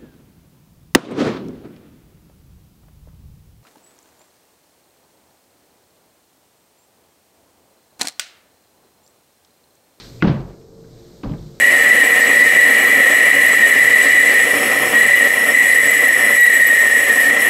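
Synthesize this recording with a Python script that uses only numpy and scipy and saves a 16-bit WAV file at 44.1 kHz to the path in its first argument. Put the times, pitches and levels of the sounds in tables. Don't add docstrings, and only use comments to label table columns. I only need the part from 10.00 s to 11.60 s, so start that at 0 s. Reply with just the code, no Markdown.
import sys
import numpy as np
from scipy import signal
from scipy.fft import rfft, irfft
from scipy.io import wavfile
from scipy.ndimage import uniform_filter1d

SR = 44100
rng = np.random.default_rng(int(sys.argv[2]) if len(sys.argv) > 2 else 0)


def elevation(decibels):
    levels = np.asarray(decibels, float)
    return 10 ** (levels / 20)


def int16_out(signal):
    q = np.round(np.clip(np.atleast_2d(signal).T, -1, 1) * 32767)
    wavfile.write(sys.argv[1], SR, q.astype(np.int16))


N = 70560
T = np.arange(N) / SR


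def curve(table, hz):
    table = np.array(table, float)
    return np.interp(np.log(np.maximum(hz, 1)), np.log(table[:, 0]), table[:, 1])


def level(x, db):
    return x * elevation(db) / np.sqrt(np.mean(x ** 2))


def noise(colour, fall_db=18):
    hz = np.maximum(np.arange(N // 2 + 1) * SR / N, 1)
    octaves_below = np.maximum(np.log2(colour[0][0] / hz), 0)
    octaves_above = np.maximum(np.log2(hz / colour[-1][0]), 0)
    gain = elevation(curve(colour, hz) - fall_db * (octaves_below + octaves_above))
    return level(irfft(rfft(rng.standard_normal(N)) * gain, N), 0)


def walk(rate):
    hold = int(SR / rate)
    steps = np.repeat(rng.standard_normal(N // hold + 1), hold)
    drift = uniform_filter1d(uniform_filter1d(steps, hold), hold)[:N]
    return drift / drift.std()


def add_mode(out, start, hz, t60, rise, db):
    i = int(start * SR) + 1
    t = T[i:i + int(t60 * SR) + 1] - start
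    push = np.sin(np.pi / 2 * np.minimum(t / rise, 1)) ** 2
    out[i:i + len(t)] -= np.sin(2 * np.pi * hz * t) * elevation(db - 60 * t / t60) * push


# [t/s, level/dB, f/Hz, t60/s]
BOUNCES = [(0.2236, -8.5, 165, 0.13), (.2262, -10, 323, .11), (.2435, -6, 192, 0.1),
           (0.2551, -10, 261, 0.048), (0.264, -19.5, 39.8, 0.16), (.273, -2.5, 189, 0.057),
           (0.27, -23.5, 95.2, 0.073), (0.2959, -6, 146.5, .17), (0.326, -12, 135.3, 0.16),
           (.34, -19.5, 206.3, 0.22), (.39, -30, 48.4, 0.5), (.436, -31, 173.9, 0.3),
           (0.442, -26, 95.7, 0.089), (0.825, -42, 166, 0.25), (1.234, -21.5, 285, .1),
           (1.247, -22, 323.6, 0.085), (1.24, -23, 206, 0.11), (1.257, -19.5, 121, .12),
           (1.263, -23, 38.5, 0.22), (1.294, -26.5, 287, 0.19), (1.3105, -16, 157.8, .17),
           (1.317, -26, 88.5, 0.079), (1.371, -28.5, 164.7, 0.19), (1.419, -34.5, 147.7, 0.43),
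           (1.414, -31, 58.3, 0.27), (1.458, -28.5, 151.3, 0.22), (1.514, -33.5, 135, 0.13),
           (1.547, -44, 154, .1), (1.576, -56, 146, 0.077)]


def thuds():
    out = np.zeros(N)
    for s, db, hz, t60 in BOUNCES:
        add_mode(out, s, hz, t60, 0.45 / hz, db)
    return out


# [t/s, level/dB, treble tilt/dB per octave]
EDGE_HITS = [
    (.2233, 3.5, 1.3),
    (.2305, -6, -3),
]
# [f/Hz, level/dB, t60/s]
EDGE_MODES = [(700, -14.5, 0.012), (1200, -7.5, 0.037), (1442, -1.5, 0.035), (1560, -1, 0.01),
              (1985, -1.5, 0.021), (2727, -7, 0.014), (3214, -14, 0.018), (4000, -15.5, .01),
              (4910, -22, 0.012), (6200, -30.5, 0.0091)]


def cracks():
    mix, out = rng.standard_normal((len(EDGE_HITS), len(EDGE_MODES))), np.zeros(N)
    mix[0] = 0
    for hit_mix, (s, db, tilt_db) in zip(mix, EDGE_HITS):
        for m, (hz, mode_db, t60) in zip(hit_mix, EDGE_MODES):
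            hit_db = db + mode_db - 12 + 3 * m + tilt_db * np.log2(hz / 1400)
            add_mode(out, s, hz * (1 + 0.06 * m), t60, 0.0007, hit_db)
    return out


# [t/s, level/dB]
SLIPS = [
    (.203, -50),
    (0.211, -40),
    (0.219, -34),
]


def squeak():
    squeak_hz, squeak_s = 2530, 0.0057
    out = np.zeros(N)
    for s, db in SLIPS:
        tone = np.sin(2 * np.pi * (squeak_hz * T + 0.14 * walk(900)))
        out += elevation(db) * tone * np.exp(-((T - s) / squeak_s * 2) ** 2)
    return out


# [t/s, level/dB, centre f/Hz, width/Hz, t60/s]
CRUNCHES = [(.226, -23.5, 1760, 1410, 0.036), (0.247, -40, 2730, 1920, 0.045),
            (0.269, -37.5, 3750, 2830, 0.23), (0.404, -48, 3000, 4000, 0.037),
            (.495, -56.5, 1960, 3020, 0.069), (.612, -54.5, 1800, 2500, .04), (.842, -49, 1580, 354, 0.041),
            (1.232, -37.5, 2150, 1800, 0.055), (1.235, -32.5, 1090, 700, 0.084),
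            (1.244, -39.5, 3720, 2900, 0.027), (1.256, -33, 727, 150, 0.09),
            (1.292, -45.5, 2800, 3400, 0.088), (1.294, -40.5, 980, 493, 0.099),
            (1.317, -49, 2800, 2000, 0.033), (1.337, -37.5, 1060, 595, 0.041),
            (1.335, -43, 2050, 400, 0.025), (1.381, -50.5, 3600, 1200, 0.049)]


def grit():
    out, rough = np.zeros(N), rng.standard_normal(N)
    for s, db, hz, width_hz, t60 in CRUNCHES:
        i, n = int(s * SR), int(t60 * SR)
        b, a = signal.iirpeak(hz, hz / width_hz, SR)
        rung = signal.lfilter(b, a, signal.lfilter(b, a, rough[i:i + n]))
        out[i:i + n] += level(rung, db) * elevation(-60 * T[:n] / t60) * np.minimum(T[:n] / 0.0017, 1)
    return signal.sosfilt(signal.butter(6, 5380, fs=SR, output="sos"), out)


# [f/Hz, t60/s]
HALL_DECAY = [(60, 0.55), (250, 0.4676), (1000, 0.4629), (4000, 0.36)]


def hall(colour, tilt_db=0.):
    build_s = 0.012
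    t, hz, out = T[:SR], np.arange(1, SR // 2 + 2), 0
    spectrum = rfft(rng.standard_normal(SR))
    for centre in 30 * 2 ** np.arange(0, 8.5, 0.5):
        band = irfft(spectrum * np.clip(1 - 2 * np.abs(np.log2(hz / centre)), 0, 1), SR)
        start_db = curve(colour, centre) + tilt_db * np.log2(centre / 300)
        out = out + band * elevation(start_db - 60 * t / curve(HALL_DECAY, centre))
    return out * (1 - np.exp(-(t / build_s) ** 2))


# [t/s, tail level/dB, treble tilt/dB per octave]
BLOWS = [
    (.224, -3.5, 1.32),
    (.262, -5.5, 1.53),
    (.47, -26.5, 0),
    (1.234, -13, -1.5),
    (1.3, -14.5, -3.5),
]
# [f/Hz, level/dB]
HALL_COLOUR = [(40, -12.5), (160, -5), (300, -2.5), (510, -12), (1000, -19.5), (2070, -29.5), (4800, -43.5),
               (7500, -76)]


def tails(boom):
    wet_db, tail_db = -11, 9.5
    smear = hall([(20, 0), (200, 0), (2000, -40)])
    smear = smear / np.sqrt(np.sum(smear ** 2)) / 10
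    out = elevation(wet_db) * signal.fftconvolve(boom, smear)[:N]
    for s, db, tilt_db in BLOWS:
        tail = elevation(db + tail_db) * hall(HALL_COLOUR, tilt_db)
        out = out + np.pad(tail, (int(s * SR), N))[:N]
    return out


# [t/s, level/dB]
SCUFF_PRESSURE = [
    (0, -40),
    (0.019, -45),
    (0.048, -44.5),
    (.12, -52.5),
    (.22, -55.5),
    (.5, -65),
    (.75, -66),
    (1.0, -59.5),
    (1.6, -59),
]
# [f/Hz, level/dB]
SCUFF_COLOUR = [(800, -5), (2000, -4.5), (2800, -9), (4100, 2), (7000, -14), (9000, -23), (12500, -36.5),
                (15600, -36)]


def scuff():
    s, db = np.array(SCUFF_PRESSURE).T
    return noise(SCUFF_COLOUR) * elevation(np.interp(T, s, db) + 0.98 * walk(25) + 0.9 * walk(300))


# [f/Hz, level/dB]
CASTORS = [(30, 7), (60, 1), (120, 1.5), (200, -4), (380, -11.5)]


def castors():
    return noise(CASTORS) * elevation(-43) * np.exp(-((T - 0.11) / 0.11) ** 2)


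# [f/Hz, rms level/dB]
FRIDGE = [(59.2, -63), (118.4, -53.5), (349.9, -61), (403, -61), (452.2, -54.5), (538.3, -64)]


def fridge():
    wobble_db, surge_db, surge_s = 3.5, 14, 0.22
    surge = np.exp(-((T - surge_s) / 0.18) ** 2)
    out = np.zeros(N)
    for hz, db in FRIDGE:
        partial_db = db + wobble_db * walk(9) + surge_db * surge * (100 < hz < 130)
        tone = np.sin(2 * np.pi * (hz * T + 0.03 * walk(6.5)))
        out += np.sqrt(2) * elevation(partial_db) * tone
    return out


# [f/Hz, density/dB per Hz]
AIR = [(25, 0.5), (60, -4.5), (160, 2), (280, -5.5), (450, -4), (750, -17), (1300, -25.5), (2800, -43.5)]
# [f/Hz, level/dB]
HISS = [(5000, -1.5), (8000, -5), (10800, -20), (11600, -14.5), (12400, -6), (15600, -17)]
# [t/s, level/dB]
HISS_SWAY = [
    (0, 0),
    (.05, 10),
    (.2, 5),
    (.24, 2),
    (.7, -0.5),
    (1.0, 3),
    (1.6, 4),
]


def air():
    rumble = noise(AIR, 8) * elevation(-47 + 0.37 * walk(1.6))
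    hiss = noise(HISS) * elevation(-63 + np.interp(T, *np.array(HISS_SWAY).T))
    return rumble + hiss


def scene():
    boom = thuds()
    sculpture = boom + cracks() + squeak() + grit()
    background = scuff() + castors() + fridge() + air()
    return (sculpture + tails(boom) + background)[None]


def top_cut(x):
    return signal.sosfilt(signal.butter(12, 15700, fs=SR, output="sos"), x)


def record(dry):
    top_hz = 15700
    spectrum = rfft(dry)
    spectrum[:, int(top_hz * N / SR):] = 0
    return top_cut(irfft(spectrum, N))


dry = scene()
out = record(dry)
int16_out(out)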